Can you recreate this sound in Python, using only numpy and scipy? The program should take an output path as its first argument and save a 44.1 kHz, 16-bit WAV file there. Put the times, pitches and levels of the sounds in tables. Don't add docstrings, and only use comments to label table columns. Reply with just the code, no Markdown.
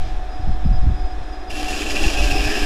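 import sys
import numpy as np
from scipy import signal
from scipy.fft import rfft, irfft
from scipy.io import wavfile
from scipy.ndimage import uniform_filter1d

SR = 44100
rng = np.random.default_rng(int(sys.argv[2]) if len(sys.argv) > 2 else 0)


def volts_from_db(level):
    exponent = np.asarray(level, float) / 20
    return 10 ** exponent


def unload_audio(sound):
    columns = np.transpose(np.atleast_2d(sound))
    steps = np.round(np.clip(columns, -1, 1) * 32767)
    wavfile.write(sys.argv[1], SR, steps.astype(np.int16))


N = 116865

# t/s, level/dB
FEED_PRESSURE = [
    (1.493, -25),
    (1.503, -9),
    (1.6, -5),
    (1.67, -6),
    (1.7, -3.5),
    (1.9, -2.5),
    (2.05, -0.5),
    (2.3, -1),
    (2.65, -1.55),
]
CUT_START_S = FEED_PRESSURE[0][0]


def evened(x):
    return x / np.sqrt(np.mean(x ** 2) + 1e-20)


def read(points, hz):
    f, value = np.transpose(points)
    return np.interp(np.log(hz + 1), np.log(f + 1), value)


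def curve(points):
    s, value = np.transpose(points)
    return np.interp(np.arange(N) / SR, s, value)


def body(x, slope, rings=(), dips=(), size=32768):
    hz = abs(np.fft.fftfreq(size, 1 / SR))
    power = volts_from_db(read(slope, hz)) ** 2
    for f, width, db in rings:
        power = power + volts_from_db(db) ** 2 / (1 + (2 * (hz - f) / width) ** 2) ** 2
    log_gain = np.log(power) / 2
    for f, width, db in dips:
        log_gain = log_gain + np.log(volts_from_db(db)) / (1 + (2 * (hz - f) / width) ** 2)
    spectrum = np.exp(np.conj(signal.hilbert(log_gain)))
    taps = np.fft.ifft(spectrum).real[:size // 2]
    led_in = np.r_[x[:size // 2][::-1], x]
    return evened(signal.fftconvolve(led_in, taps)[size // 2:][:N])


def drift(per_s):
    z = rfft(rng.standard_normal(N))
    return evened(irfft(z / (1 + (np.fft.rfftfreq(N, 1 / SR) / per_s) ** 4), N))


def sine(pitch):
    return np.sqrt(2) * np.sin(2 * np.pi * np.cumsum(pitch) / SR)


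def swell(s, half):
    return np.exp(-((np.arange(N) / SR - s) / half) ** 4)


def air():
    # t/s, level/dB
    gusts = [(0.0, -8), (0.37, -20), (0.49, -6.5), (0.6, -13.5), (0.66, -6), (0.8, -7), (0.88, -3),
             (0.9, -10.5), (1.47, -24.5), (1.48, -16.5), (1.85, -20.5), (2.07, -6.5), (2.12, -22),
             (2.19, -6), (2.38, -12), (2.41, -10.5), (2.52, -15.5), (2.65, -10.5)]
    # f/Hz, level/dB per Hz
    rumble_slope = [(3, -5), (8, 0), (22, -6.5), (50, -12.5), (70, -24), (130, -41.5), (300, -87.5),
                    (1500, -130)]
    # f/Hz, level/dB per Hz
    flutter_slope = [(30, -63.5), (70, 2), (120, 0), (200, -7.5), (280, -22), (500, -80.5), (1500, -120)]
    # t/s, peak level/dB, f/Hz
    buffets = [(0.401, -16.5, 62), (0.437, -13, 38.6), (.478, -13, 94), (0.51, -7, 24), (.655, -12.5, 122),
               (0.66, -8.5, 59.6), (.692, -10, 81), (0.715, -3.5, 32), (.742, -12, 102), (0.832, -8, 39),
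               (.846, -14, 70), (.856, -13.5, 114), (0.874, -2, 49.3), (.89, -13, 93), (.92, -12.5, 60),
               (1.048, -12.5, 34), (1.211, -21, 60), (2.067, -9, 41), (2.2, -15, 30), (2.321, -15, 64.4),
               (2.41, -8.5, 29), (2.47, -16.5, 75.6)]
    steady_s, onset_s, buffet_cycles = 0.17, 0.04, 0.45
    flutter_db, flutter_growth, flutter_s = -32, 1.68, 0.012
    t = np.arange(N) / SR
    gust_db = curve(gusts)

    rumble = body(rng.standard_normal(N), rumble_slope)
    window = round(steady_s * SR)
    loudness = uniform_filter1d(uniform_filter1d(rumble ** 2, window), window)
    rumble = rumble / np.sqrt(loudness + 0.05)
    out = volts_from_db(gust_db - 5.5) * rumble * np.clip(0.5 + t / onset_s, 0, 1)

    stir = volts_from_db(-43.5 + flutter_growth * (gust_db + 22.5))
    for s, db, hz in buffets:
        cycles = (t - s) * hz
        shape = np.exp(-(np.where(cycles < 0, 1.5, 1) * cycles / buffet_cycles) ** 2)
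        out = out + volts_from_db(db) * shape * np.sin(-2 * np.pi * cycles)
        stir = stir + volts_from_db(flutter_growth * db) * (hz / 50) ** 2 * np.exp(-((t - s) / flutter_s) ** 2)
    out = out + volts_from_db(flutter_db) * body(rng.standard_normal(N) * stir, flutter_slope)
    return np.tanh(out)


def room(x):
    t60_s = 0.23
    at = np.arange(300, SR // 2, 20)
    taps = np.zeros(SR // 2 + 20)
    signs = rng.choice([-1., 1.], len(at))
    taps[at + rng.integers(0, 20, len(at))] = signs * volts_from_db(-60 * at / SR / t60_s)
    return signal.fftconvolve(x, taps / np.linalg.norm(taps))[:N]


def machine():
    # f/Hz, level/dB per Hz
    idle_slope = [(120, -18), (300, 4.5), (500, -2.5), (700, 1), (1000, -2.5), (3500, -18.5), (7000, -26.5),
                  (15500, -47.5)]
    # f/Hz, width/Hz, level/dB
    idle_rings = [(314, 110, -3.5), (660, 44, 3), (742, 120, 4), (830, 42, -4), (1697, 220, -4.5),
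                  (2530, 200, -12), (3440, 1130, -13.5), (4220, 70, -10), (5500, 150, -14),
                  (9500, 590, -34)]
    # f/Hz, width/Hz, level/dB
    idle_dips = [(4470, 250, -8.5), (2960, 300, -3.5), (953, 145, -4.5)]
    # f/Hz, rms level/dB, wander/Hz, flutter/dB, gain in the cut/dB
    tones = [
        (303.8, -48.5, 2.66, -0.5, 3),
        (369, -52.5, 2, 2.5, 5),
        (738.8, -39.5, 2.4, 2, -4),
        (50.5, -33.5, 0.7, 0.5, 0.5),
        (9900, -86, .6, 3, 4),
    ]
    load_sag = 0.00887
    load = volts_from_db(curve(FEED_PRESSURE)) * (np.arange(N) / SR > CUT_START_S)
    out = volts_from_db(-38.5) * body(rng.standard_normal(N), idle_slope, idle_rings, idle_dips)
    for hz, db, wander_hz, flutter_db, cut_db in tones:
        sagging = hz * (1 - load_sag * load * (hz < 1000))
        pitch = sagging + wander_hz * drift(8.2) * (1 + 2 * load)
        out += volts_from_db(db + flutter_db * drift(27) + cut_db * load) * sine(pitch)
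    return out


def guides():
    # centre t/s, half length/s, level/dB
    leans = [(0.08, 0.038, -56), (.36, 0.051, -57.5), (0.448, .03, -60), (.53, 0.031, -58),
             (.665, 0.019, -53.5), (0.756, 0.033, -53), (0.837, .025, -60.5), (1, 0.078, -55),
             (1.108, 0.034, -56.5), (1.26, 0.043, -59), (1.346, 0.026, -50), (1.409, 0.019, -53.5),
             (1.5, .025, -53)]
    # f/Hz, level/dB, half length/s, centre times t/s
    squeaks = [
        (9500, -75, .02, [.345, .66, .725, .86, 1.0, 1.2, 1.285, 1.335]),
        (11660, -83, .06, [.27, .58, .73, 1.03, 1.22, 1.33]),
    ]
    t = np.arange(N) / SR
    pitch = 4966 + 12 * t + 9 * drift(25)
    level = volts_from_db(-64)
    for s, half, db in leans:
        level = level + volts_from_db(db) * swell(s, half)
    out = level * volts_from_db(2.5 * drift(36)) * sine(pitch)
    fuzz = drift(260 / 2)
    for hz, db, half, times in squeaks:
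        bursts = sum(swell(s, half) for s in times)
        out += np.sqrt(2) * volts_from_db(db) * bursts * fuzz * np.sin(2 * np.pi * hz * t)
    return out


def drag():
    # f/Hz, level/dB per Hz
    scrape_slope = [(800, -14), (2500, 12), (6000, 2), (15000, -26)]
    peak_s, width_s = 0.052, 0.081
    stroke = np.exp(-0.5 * ((np.arange(N) / SR - peak_s) / width_s) ** 2)
    return volts_from_db(-47.5) * stroke * body(rng.standard_normal(N), scrape_slope)


def hums():
    # centre t/s, half length/s, f/Hz, level/dB
    locked = [(1.59, 0.026, 752, -31), (1.68, 0.058, 740, -37), (1.6, 0.093, 300, -37),
              (1.8, 0.056, 298, -36), (1.88, 0.043, 315, -33), (1.95, 0.045, 293, -31.5),
              (2.05, 0.042, 322, -30), (2.22, 0.038, 322, -34.5), (2.31, .06, 292, -31),
              (2.4, 0.065, 325, -33.5), (2.48, 0.047, 297, -30.5), (2.63, 0.037, 297, -29),
              (1.93, 0.07, 596, -37.5), (2.22, 0.065, 593, -33.5), (2.1, 0.023, 596, -40),
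              (2.4, 0.028, 500, -37), (2.5, 0.041, 420, -34), (2.05, .03, 790, -33),
              (2.06, 0.043, 835, -38), (2.15, 0.12, 732, -40.5), (2.33, 0.053, 728, -33.5),
              (2.35, 0.023, 785, -31), (2.54, .03, 780, -40), (1.96, 0.017, 2590, -31),
              (2.2, .04, 2565, -31), (2.315, 0.013, 2590, -29.5), (2.45, 0.023, 2490, -35),
              (4.2, 0.017, 2560, -37), (3.2, .025, 2750, -33), (2.4, 0.023, 2750, -31)]
    wander, flutter_db = 0.006, 2
    sway, flutter = drift(20.8), drift(40)
    out = np.zeros(N)
    for k, (s, half, hz, db) in enumerate(locked):
        shift = k * 3001
        pitch = hz + wander * np.sqrt(hz * 300) * np.roll(sway, shift)
        out += volts_from_db(db + flutter_db * np.roll(flutter, shift)) * swell(s, half) * sine(pitch)
    return out


def proud_teeth():
    # place in the lap/0-1, width/s, level/dB
    proud = [
        (.02, 0.0075, 6.5),
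        (.36, 0.0074, 4),
        (.70, 0.0043, 3),
    ]
    lap_s, lap_start_s = 0.1358, 1.503
    lap = (np.arange(N) / SR - lap_start_s) / lap_s
    press_db = np.zeros(N)
    for at, width, db in proud:
        away_s = ((lap - at + 0.5) % 1 - 0.5) * lap_s
        press_db += db * np.exp(-0.5 * (away_s / width) ** 2)
    return press_db


def hard_bites():
    # start t/s, level/dB, length/s
    bites = [(1.503, 10.5, 0.011), (1.552, 6.7, 0.019), (1.6, 4, 0.015), (1.657, 5.1, 0.02),
             (1.684, 7.5, 0.016), (1.728, 6.2, 0.019), (1.762, 6.6, 0.01), (1.814, 9.1, .01),
             (1.862, 8, 0.012), (1.897, 9, 0.015), (1.953, 8, 0.013), (1.963, 12, .012), (1.991, 9, 0.011),
             (2.019, 3.9, 0.0065), (2.03, 8.4, 0.035), (2.077, 10.2, 0.014), (2.094, 6, .015),
             (2.133, 6, 0.01), (2.171, 7.8, .025), (2.22, 7.6, 0.029), (2.271, 8, .015), (2.308, 10, 0.016),
             (2.36, 4.2, 0.0085), (2.379, 7, 0.011), (2.404, 3.8, 0.013), (2.44, 3.1, 0.01),
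             (2.471, 4.2, 0.0099), (2.501, 4.6, .01), (2.518, 6, .01), (2.552, 9.4, 0.021),
             (2.627, 4.8, 0.02)]
    rise_s = 0.0025
    t = np.arange(N) / SR
    return sum(db * np.clip((t - s) / rise_s, 0, 1) * np.exp(-((t - s) / length) ** 4) for s, db, length in bites)


def tooth_blows():
    passed = np.floor(np.cumsum(733 * (1 + 0.01 * drift(15))) / SR)
    teeth = np.diff(passed, prepend=0) * volts_from_db(12 * rng.standard_normal(N))
    return evened(teeth - teeth.mean())


def chip_crackle():
    snaps = rng.random(N) < 9000 / SR
    return snaps * rng.standard_normal(N) * volts_from_db(0.5 * rng.exponential(1, N).clip(0, 4))


def blade(force):
    # f/Hz, level/dB per Hz
    blade_slope = [(900, -18.5), (1700, -11), (2100, -15.5), (3000, -13.5), (5000, -18.5), (7400, -22),
                   (12500, -32.5), (15600, -45)]
    # f/Hz, width/Hz, level/dB
    blade_rings = [(1750, 240, -12.5), (3084, 170, -9), (3450, 100, -11), (5010, 155, -8.5),
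                   (5580, 220, -12.5), (6960, 410, -21), (10770, 320, -29)]
    # f/Hz, width/Hz, level/dB
    blade_dips = [(2130, 150, -5), (8800, 400, -5)]
    return volts_from_db(-33.5) * body(force, blade_slope, blade_rings, blade_dips)


def free_span(force, press_db):
    # f/Hz, width/Hz, level/dB
    span_rings = [(2206, 72, -15.5), (2300, 70, -14), (2411, 45, -10), (2493, 45, -10), (2565, 34, -5.5),
                  (2744, 72, 1), (2829, 60, -7)]
    steady_s = 0.012
    ring = body(force * volts_from_db(2 * drift(98)), [(20, -52), (20000, -83)], span_rings)
    ring = ring / (uniform_filter1d(ring ** 2, round(steady_s * SR)) + 0.05) ** 0.33
    return volts_from_db(-35) * evened(ring * volts_from_db(press_db))


def block_and_table(force):
    # f/Hz, level/dB per Hz
    block_slope = [(120, -30.5), (200, -8), (400, -6.5), (520, -19), (750, -7.5), (920, -17.5), (1400, -16),
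                   (3000, -46)]
    # f/Hz, width/Hz, level/dB
    block_rings = [(182, 22, -17), (287, 21, -3), (329, 24, -2), (400, 10, -9), (416, 13, -1),
                   (514.4, 24, -7), (596, 22, -8.5), (797, 56, -10), (849, 21, -5), (1607, 10, -1)]
    return volts_from_db(-36) * body(force, block_slope, block_rings)


def singing(chips, press_db):
    # start t/s, end t/s, f/Hz, width/Hz, level/dB
    passing = [
        (1.5, 1.95, 10720, 380, -54),
        (2.0, 2.45, 10720, 380, -58),
        (2.42, 2.7, 11450, 250, -60),
        (2.32, 2.9, 5090, 240, -37),
        (2.33, 2.75, 2520, 420, -35),
        (2.46, 2.7, 1710, 220, -35),
        (2.25, 2.7, 12800, 400, -60),
        (1.68, 2.25, 7000, 1400, -46),
        (2.03, 2.35, 800, 140, -39),
    ]
    rise_s, fade_share = 0.004, 0.28
    t = np.arange(N) / SR
    out = np.zeros(N)
    for start, end, hz, width, db in passing:
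        rise = 1 / (1 + np.exp((start - t) / rise_s))
        fade = 1 / (1 + np.exp((t - end) / (fade_share * (end - start))))
        shifted = np.roll(chips, round(hz))
        ring = body(shifted, [(20, -70), (20000, -67)], [(hz, width, 0)], size=8192)
        out += volts_from_db(db + 0.35 * press_db) * rise * fade * ring
    return out


def cut():
    feed_db, proud_db, bite_db = curve(FEED_PRESSURE), proud_teeth(), hard_bites()
    teeth, chips = tooth_blows(), chip_crackle()
    force = (0.17 * teeth + evened(chips)) * (np.arange(N) / SR > CUT_START_S)
    late_db = np.roll(proud_db, round(0.029 * SR))
    out = blade(force * volts_from_db(feed_db + 0.18 * (proud_db + bite_db) + drift(27)))
    out += free_span(force, feed_db + 0.61 * proud_db + bite_db)
    out += block_and_table(force * volts_from_db(1.05 * feed_db + 0.75 * late_db))
    return out + singing(chips, proud_db + bite_db)


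def scene():
    sawing = cut() + hums()
    tail = volts_from_db(-8) * room(sawing)
    return (air() + tail + machine() + guides() + drag() + sawing)[None]


def low_pass(x):
    return signal.sosfilt(signal.butter(12, 15640, fs=SR, output="sos"), x)


def record(dry):
    return low_pass(dry)


dry = scene()
out = record(dry)
unload_audio(out)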